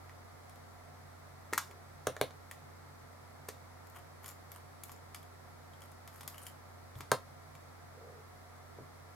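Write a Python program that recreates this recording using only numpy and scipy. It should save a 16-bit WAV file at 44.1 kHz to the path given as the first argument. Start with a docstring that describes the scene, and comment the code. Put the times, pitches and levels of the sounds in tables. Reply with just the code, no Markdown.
"""A fan's rushing air and mains hum fill a small, dry room; a fountain pen ticks faintly in the fingers.
Its cap snaps off with a crack and a hollow pop, then clatters onto a wooden desk.
The barrel is unscrewed: the thread sticks and slips, and the filler's small parts tick and ring.
The barrel knocks down on the desk too. Hand and sleeve brush, and fingers and wrist bump the wood."""
import sys
import numpy as np
from scipy import signal
from scipy.fft import rfft, irfft, next_fast_len
from scipy.io import wavfile
from scipy.ndimage import uniform_filter1d

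SR = 44100
rng = np.random.default_rng(int(sys.argv[2]) if len(sys.argv) > 2 else 0)


def log_audio(samples):
    """Write samples as a 16-bit WAV file to the path given in sys.argv[1]."""
    # one column per channel
    frames = np.atleast_2d(samples).T
    # limit to full scale, then quantise
    limited = np.clip(frames, -1, 1)
    pcm = np.round(limited * 32767).astype(np.int16)
    wavfile.write(sys.argv[1], SR, pcm)


N = 403495
T = np.arange(N) / SR
RING_T = T[:SR // 2]


def undb(db):
    """Decibels to gain."""
    return 10 ** (np.asarray(db) / 20)


def level(x, db):
    """Scale to an rms level."""
    return x * undb(db) / np.sqrt(np.mean(x ** 2))


def add(track, at_s, sound):
    """Mix a sound in at a time."""
    i = int(at_s * SR)
    track[i:i + len(sound)] += sound[:N - i]


def colour(x, points):
    """Minimum-phase filter through (frequency [Hz], gain [dB]) points."""
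    size = next_fast_len(len(x) + 2048) * 2
    hz, db = np.transpose(points)
    log_hz = np.log(np.fft.rfftfreq(size, 1 / SR) + 1)
    log_gain = np.log(undb(np.interp(log_hz, np.log(hz), db)))
    cepstrum = irfft(log_gain)[:size // 2]
    response = np.exp(2 * rfft(cepstrum, size) - cepstrum[0])
    return irfft(rfft(x, size) * response)[:len(x)]


def band(x, hz, width_hz):
    """Steep resonance: a band-pass applied twice."""
    b, a = signal.iirpeak(hz, hz / width_hz, fs=SR)
    return signal.lfilter(b, a, signal.lfilter(b, a, x))


def drift(rate_hz):
    """Slow random curve, spread near 1."""
    step = int(SR / rate_hz)
    return uniform_filter1d(np.repeat(rng.standard_normal(N // step + 1), step), step)[:N]


def ring(modes, pitch=1, order=1):
    """One blow on a body; at order 2 each mode swells briefly first, like air driven by a wall."""
    hz, db, t60_s = np.transpose(modes)[:, :, None]
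    decay = np.log(1000) / t60_s
    t = RING_T[:SR // 6]
    envelope = 2 * decay / SR * (decay * t) ** (order - 1) * np.exp(-decay * t)
    return np.sum(undb(db) * envelope * np.cos(2 * np.pi * hz * pitch * t), axis=0)


def crack(decay_ms, spike=0.41):
    """Hard surfaces touch: a spike, then brief pitchless chatter; unit energy."""
    t = RING_T[:1024]
    burst = rng.standard_normal(len(t)) * np.exp(-t / (decay_ms / 1000))
    burst[0] = spike
    power = uniform_filter1d(np.abs(rfft(burst)) ** 2, size=7)
    whitening = np.c_[np.fft.rfftfreq(len(t), 1 / SR) + 1, -10 * np.log10(power)]
    burst = colour(burst, whitening)
    return burst / np.linalg.norm(burst)


# wall reflections: (frequency [Hz], gain [dB])
WALL_EQ = [(100, -5), (250, 6), (295, -1.5), (400, -12), (560, -5), (1000, -6), (1600, -11), (2200, -7.5),
           (4000, -1), (8000, -6), (11500, -6), (16000, -5)]

def diffuse(t60_s, build_s, treble_db, smooth_hz=90):
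    """Many weak reflections build up and die away, coloured by the walls."""
    tail = rng.standard_normal(len(RING_T)) * undb(-60 * RING_T / t60_s)
    spectrum = rfft(tail * np.minimum(RING_T / build_s, 1) ** 2, SR)
    power = uniform_filter1d(np.abs(spectrum) ** 2, smooth_hz)
    flat = irfft(spectrum / np.sqrt(power), SR)[:len(RING_T)]
    return colour(colour(flat, WALL_EQ), [(2000, 0), (5000, treble_db)])


def room(x, echoes, wet_db, build_s, t60_s=0.235, left_db=6.5, treble_db=0, side_db=-8):
    """Direct sound with its treble leaning left, echoes off near surfaces and a short diffuse tail."""
    mid, side = (signal.fftconvolve(x, diffuse(t60_s, build_s, treble_db))[:N] for _ in range(2))
    side = undb(side_db) * side
    for delay_s, db in echoes:
        add(mid, delay_s, undb(db) * x)
    direct = np.array([colour(x, [(500, -ear * 0.45), (2500, ear * 0.082), (11000, ear * left_db / 2)])
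                       for ear in (1, -1)])
    return direct + undb(wet_db) * np.array([mid + side, mid - side])


# fan air, and further shaping of its side channel: (frequency [Hz], gain [dB])
AIR_EQ = [(100, -55.5), (170, -12), (222, -5), (253, -8.5), (370, -6.5), (718, -3), (775, -3.5), (1320, -6),
          (1480, -9.5), (2120, -11.5), (2870, -28), (7830, -27), (8950, -27), (12800, -25.5),
          (15800, -31.5)]
AIR_SIDE_EQ = [(60, 2), (110, -5), (200, 4.5), (380, 3.5), (700, -1), (1290, -1), (2380, 0.5), (4400, 6),
               (8120, -0.5), (15000, 0)]
# fan housing: (centre [Hz], width [Hz], level [dB], side re mid [dB])
HOUSING_BANDS = [(45, 63, -72, 1), (139, 36, -66.5, -6), (713.3, 26, -71, -3), (4240, 4600, -73.5, 0)]
# motor, mains and electronic tones: (frequency [Hz], level [dB])
HUM_TONES = [(50, -89), (90.3, -58.5), (150, -74), (250, -73), (1223, -76.5), (1354.5, -74), (8000, -86),
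             (10800, -84)]

def fan(air_db=-59.5, right_db=0.34, hum_right_db=3.0):
    """Rushing air, a droning housing and slightly unsteady tones, all a little to the right."""
    mid, side = (level(colour(rng.standard_normal(N), AIR_EQ), air_db) for _ in range(2))
    side = colour(side, AIR_SIDE_EQ)
    for hz, width_hz, db, side_db in HOUSING_BANDS:
        mid += level(band(rng.standard_normal(N), hz, width_hz), db)
        side += level(band(rng.standard_normal(N), hz, width_hz), db + side_db)
    hum = np.zeros(N)
    for hz, db in HUM_TONES:
        tone = np.sin(2 * np.pi * hz * T + 0.15 * drift(4))
        hum += level(tone, db) * undb(0.7 * drift(6))
    lean = np.array([[-0.5], [0.5]])
    return np.array([mid + side, mid - side]) * undb(right_db * lean) + hum * undb(hum_right_db * lean)


# hand and sleeve: (start [s], length [s], centre [Hz], level [dB])
SLEEVE_BRUSHES = [(1.66, 0.17, 424, -59), (7.88, 0.4, 464, -57)]

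def brushes(relative_width=0.34, flutter_db=3):
    """Skin and cloth rub in soft, uneven swells."""
    out = np.zeros(N)
    for start_s, length_s, hz, db in SLEEVE_BRUSHES:
        swell = np.hanning(int(length_s * SR))
        rub = level(band(rng.standard_normal(SR), hz, hz * relative_width), db)
        add(out, start_s, swell * rub[:len(swell)])
    return out * undb(flutter_db * drift(21))


# wooden desk and hollow pen tube, also struck in knocks(): (frequency [Hz], level [dB], t60 [s])
DESK_MODES = [(134, -8.5, 0.062), (426, 1, 0.049), (497, -1.5, 0.038), (550, 2, 0.054), (618, -11.5, 0.075)]
TUBE_MODES = [(1035, -3, 0.024), (1315, -0.5, 0.0064), (1546, 5.5, 0.0067), (2057, -3.5, 0.018),
              (3900, -32, 0.0016), (6100, -14.5, 0.003)]
# fingers and wrist on the desk: (time [s], level [dB], contact [ms], pen re desk [dB])
HAND_BUMPS = [(6.957, 21, 8.7, -25), (7.003, 9.5, 3.9, -25), (7.12, 13, 3.5, -22), (8.786, -1, 1.35, 1),
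              (8.803, 9, 3.5, -11)]

def bumps():
    """Flesh pushes slowly, so mostly the desk's low modes answer; a quicker push also knocks the pen."""
    out = np.zeros(N)
    for at_s, db, contact_ms, pen_db in HAND_BUMPS:
        push = np.hanning(int(contact_ms * SR / 1000) + 3)
        response = ring(DESK_MODES) + undb(pen_db) * ring(TUBE_MODES, order=2)
        add(out, at_s, undb(db) * signal.fftconvolve(push / push.sum(), response))
    return out


# thread rasp and rub through the barrel: (frequency [Hz], gain [dB])
RASP_EQ = [(1000, -9), (5600, -4), (7200, -0.5), (8200, -3), (9200, 1), (10300, 0), (12100, 0.5),
           (14200, -2), (16000, -14)]
RUB_EQ = [(500, -18), (1050, 5.5), (2000, -0.5), (2600, -7), (3150, -2.5), (4200, -19), (16000, -36)]
# barrel turns: (start [s], length [s], rasp [dB], rub [dB], squeak [Hz], squeak [dB])
TURNS = [(3.942, 0.057, -62, -56, 7240, -86), (4.213, 0.12, -62.5, -62, 11800, -68),
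         (4.534, 0.057, -64.5, -61, 8800, -73), (4.866, 0.078, -65, -67, 12400, -73),
         (5.797, 0.074, -66.5, -66, 9000, -81), (6.086, 0.19, -67.5, -70, 11800, -81),
         (6.3, 0.236, -66, -65, 10500, -72), (6.411, 0.032, -64, -72, 9200, -62),
         (6.948, 0.08, -68, -72, 13000, -77)]

def scrapes(slips_per_s=380, spread_db=4, squeak_width_hz=2600):
    """The thread sticks and slips in uneven grains: a crisp rasp, a hollow rub and a squeak."""
    out = np.zeros(N)
    n = len(RING_T)
    for start_s, length_s, rasp_db, rub_db, squeak_hz, squeak_db in TURNS:
        pressure = signal.windows.tukey(int(length_s * SR))
        slips = rng.random(n) < slips_per_s / SR
        sizes = rng.choice([-1, 1], n) * undb(spread_db * rng.standard_normal(n))
        grains = (slips * sizes)[:len(pressure)]
        rasp = level(colour(grains, RASP_EQ), rasp_db)
        rub = level(colour(grains, RUB_EQ), rub_db)
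        squeak = level(band(grains, squeak_hz, squeak_width_hz), squeak_db)
        add(out, start_s, pressure * (rasp + rub + squeak))
    return out


# filler parts: (frequency [Hz], level [dB], t60 [s])
FILLER_MODES = [(1110, -1, 0.019), (2310, -2, 0.018), (3090, -7, 0.02), (5100, -1, 0.018),
                (7040, 2.5, 0.017), (9030, -1, 0.016), (10850, 1, 0.015), (12140, -0.5, 0.011)]
# tiny contacts through the plastic body: (frequency [Hz], gain [dB])
CHATTER_EQ = [(400, -14), (1120, 6.5), (1550, 1.5), (2250, 3.5), (2750, -4.5), (3250, 1), (4000, -4.5),
              (5000, -3.5), (6000, -4), (7100, -2.5), (8200, -3.5), (9300, -8), (12200, -1.5), (14000, -10),
              (16000, -18)]
# filler catches: (time [s], click [dB], ping [Hz], ping [dB], click tilt [dB/octave])
FILLER_TICKS = [(0.0954, -48, 1910, -15, -6), (0.4956, -46.5, 9550, -19, 1.5),
                (0.558, -48, 12200, -34, -0.5), (1.712, -43, 2200, -23, -2), (2.5127, -34.5, 1900, -5, 2),
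                (3.8701, -49, 11600, -35, 2), (3.899, -54, 12000, -24, 7), (3.971, -51, 3200, -27, -2),
                (4.244, -39.5, 7100, -20, -3), (4.26, -35, 9500, -12, 2), (4.2805, -39, 12800, -16, 5),
                (4.2889, -36.5, 7340, -12, 2), (4.316, -50, 7100, -20, 0), (4.518, -38.5, 12500, -9, 0),
                (4.8358, -35, 2280, -15, 5.5), (4.895, -43, 1130, -12, -2), (4.9184, -42, 7000, -24, 2),
                (4.963, -53, 7100, -22, -3), (5.1464, -30, 3270, -11, 0), (5.16, -46, 4970, -22, 4),
                (5.2295, -51, 3280, -24, 4), (5.7354, -52, 3200, -23, -1), (5.8194, -41, 3210, -19, 0),
                (5.917, -50, 8900, -33, 4), (6.0764, -37, 11600, -20, 0), (6.209, -34.5, 9200, -24, 0),
                (6.232, -40, 10000, -20, -2), (6.2776, -28.5, 11500, -1.5, 2), (6.344, -47, 2930, -17, -5),
                (6.3812, -38, 3020, -10.5, 2), (6.467, -34, 3090, -7, 2.5), (6.955, -47, 3430, -23, -4),
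                (7.007, -30.5, 9100, -17, -2), (7.552, -41.5, 2300, -27, -2.5)]

def ticks(click_gain_db=13, ping_t60_s=0.012, settle_range_s=(0.012, 0.027), settle_db=-17.5):
    """Small, stiff parts click, then settle more faintly; the contact point picks a resonance to ping."""
    out = np.zeros(N)
    for at_s, db, ping_hz, ping_db, tilt in FILLER_TICKS:
        settle_s = at_s + rng.uniform(*settle_range_s)
        for click_s, drop_db in (at_s, 0), (settle_s, settle_db):
            click = ring(FILLER_MODES, pitch=rng.uniform(0.97, 1.03))  # shifting grip detunes
            add(click, 0, colour(crack(decay_ms=3.4), CHATTER_EQ))
            click = colour(click, [(1000, -2 * tilt), (16000, 2 * tilt)])
            add(out, click_s, undb(db + click_gain_db + drop_db) * click)
        add(out, at_s, undb(ping_db) * ring([(ping_hz, 0, ping_t60_s)]))
    return out


# plastic shell: (frequency [Hz], level [dB], t60 [s])
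SHELL_MODES = [(2300, 2.5, 0.0066), (3000, -6, 0.006), (3650, 0, 0.0041), (4200, -7, 0.0042),
               (5850, -3.5, 0.0063)]
# pen-on-desk crack: (frequency [Hz], gain [dB])
CONTACT_EQ = [(200, -30), (1500, -3.5), (2800, -9), (5200, -7), (6700, -1), (7700, -8), (9300, -2.5),
              (12000, -8.5), (14000, -14), (16000, -17)]
# cap, then barrel, on the desk:
# (time [s], desk [dB], desk pitch [ratio], tube [dB], tube pitch [ratio], crack [dB], shell [dB])
LANDINGS = [(2.0695, -1, 1.17, -1, 1.06, -8.5, -16), (2.0711, 13, 0.96, 0.5, 1.01, -6, -12.5),
            (2.166, -5.5, 1.06, -7, 1.12, -25.5, -21), (2.2133, 16, 0.99, -4, 1.08, -3, 2),
            (2.3082, -16, 1.06, -28, 1.07, -40, -27.5), (7.1167, 1, 1.0, 9.5, 1.02, 3, -6.5),
            (7.1187, 15.5, 0.97, 10.5, 0.775, -20, -18)]

def knocks():
    """Each landing cracks, pops the hollow pen part, clacks its plastic shell and shakes the desk."""
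    body, contact = np.zeros((2, N))
    for at_s, desk_db, desk_pitch, tube_db, tube_pitch, crack_db, shell_db in LANDINGS:
        tube = undb(tube_db) * ring(TUBE_MODES, pitch=tube_pitch, order=2)
        desk = undb(desk_db) * ring(DESK_MODES, pitch=desk_pitch)
        shell = undb(shell_db) * ring(SHELL_MODES)
        add(body, at_s, tube - desk + shell)
        add(contact, at_s, undb(crack_db) * crack(decay_ms=0.94))
    return body + colour(contact, CONTACT_EQ)


# air in the cap, and the hand: (frequency [Hz], level [dB], t60 [s])
CAP_AIR_MODES = [(990, -1.8, 0.005), (1400, 0.94, 0.0092), (1990, -2.7, 0.018)]
HAND_MODES = [(167, -17, 0.08), (410, -4.5, 0.029), (454, -6.5, 0.024)]
# cap lip scraping over its catch: (frequency [Hz], gain [dB])
LIP_EQ = [(400, -14), (1200, -8.5), (2000, 5), (2750, -4), (4200, -4), (5200, -3.5), (6500, -0.5),
          (7800, -3), (9200, -3.5), (11700, -6.5), (14000, -7), (16000, -23)]
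# recoil into the hand: (time [s], level [dB], pitch [ratio])
HAND_JOLTS = [(1.528, 10, 0.9), (3.4877, 5, 1.06)]
# the cap slips twice, then the thread: (time [s], pop [dB], pop pitch [ratio], crack [dB], zing [dB])
FIT_SNAPS = [(1.5325, 4, 1.08, -15, -24), (1.5348, 6, 1.35, -7.5, -23), (1.5768, -3, 1.3, -19, -20),
             (1.5785, 10, 0.99, -3.5, 3), (1.5823, -1.5, 1.22, -5.5, -5), (3.4854, -13, 0.69, -28, -13),
             (3.4883, -14, 0.68, -14, -13)]

def snaps(pop_band_hz=(830, 2040), jolt_crack_db=-29.5):
    """A tight fit slips and catches: the lip cracks, the air inside pops and the hand thuds."""
    pop, thud, contact = np.zeros((3, N))
    for at_s, pop_db, pitch, crack_db, _ in FIT_SNAPS:
        add(pop, at_s, undb(pop_db) * ring(CAP_AIR_MODES, pitch=pitch))
        add(contact, at_s, undb(crack_db) * crack(decay_ms=2.7))
    for at_s, db, pitch in HAND_JOLTS:
        add(thud, at_s, -undb(db) * ring(HAND_MODES, pitch=pitch))
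        add(contact, at_s, undb(db + jolt_crack_db) * crack(decay_ms=13))
    tube_radiation = signal.butter(4, pop_band_hz, "band", fs=SR, output="sos")
    return signal.sosfilt(tube_radiation, pop) + thud + colour(contact, LIP_EQ)


# thin rim: (frequency [Hz], level [dB], t60 [s])
RIM_MODES = [(4930, -18, 0.0071), (7100, -15, 0.0061), (8860, -3, 0.0037), (13300, -1, 0.0022)]

def zings():
    """The thin rim rings for an instant at each snap."""
    out = np.zeros(N)
    for at_s, *_, zing_db in FIT_SNAPS:
        add(out, at_s, undb(zing_db) * ring(RIM_MODES, order=2))
    return out


# surfaces nearest the desk, cap and hands: (delay [s], level [dB])
NEAR_DESK = [(.0095, -22), (.019, -27)]
NEAR_CAP = [(.0097, -9.5), (.014, -17)]
NEAR_HANDS = [(.0095, -13.5)]

def scene():
    """The desk lies in front; the hands work above it, to the left; the fan runs throughout."""
    # boxed in by things on the desk: shorter tail
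    on_desk = room(knocks() + bumps(), NEAR_DESK, wet_db=2.5, build_s=0.0022,
                   t60_s=0.16, left_db=6, treble_db=-5)
    # clear of any surface: slower build
    cap = room(snaps() + brushes(), NEAR_CAP, wet_db=-2.5, build_s=0.008, treble_db=-0.5)
    rim = room(zings(), NEAR_CAP, wet_db=-11, build_s=0.008)  # beamed, so nearly dry
    in_hand = room(ticks() + scrapes(), NEAR_HANDS, wet_db=-1.5, build_s=0.00057, side_db=-1.5)
    return fan() + in_hand + on_desk + cap + rim


def record(dry):
    """Cut the deepest rumble and the top treble."""
    low_hz, top_hz = 35, 16200
    highpass = signal.butter(2, low_hz, "high", fs=SR, output="sos")
    lowpass = signal.ellip(8, 0.2, 70, top_hz, fs=SR, output="sos")
    return signal.sosfilt(lowpass, signal.sosfilt(highpass, dry))


dry = scene()
out = record(dry)
log_audio(out)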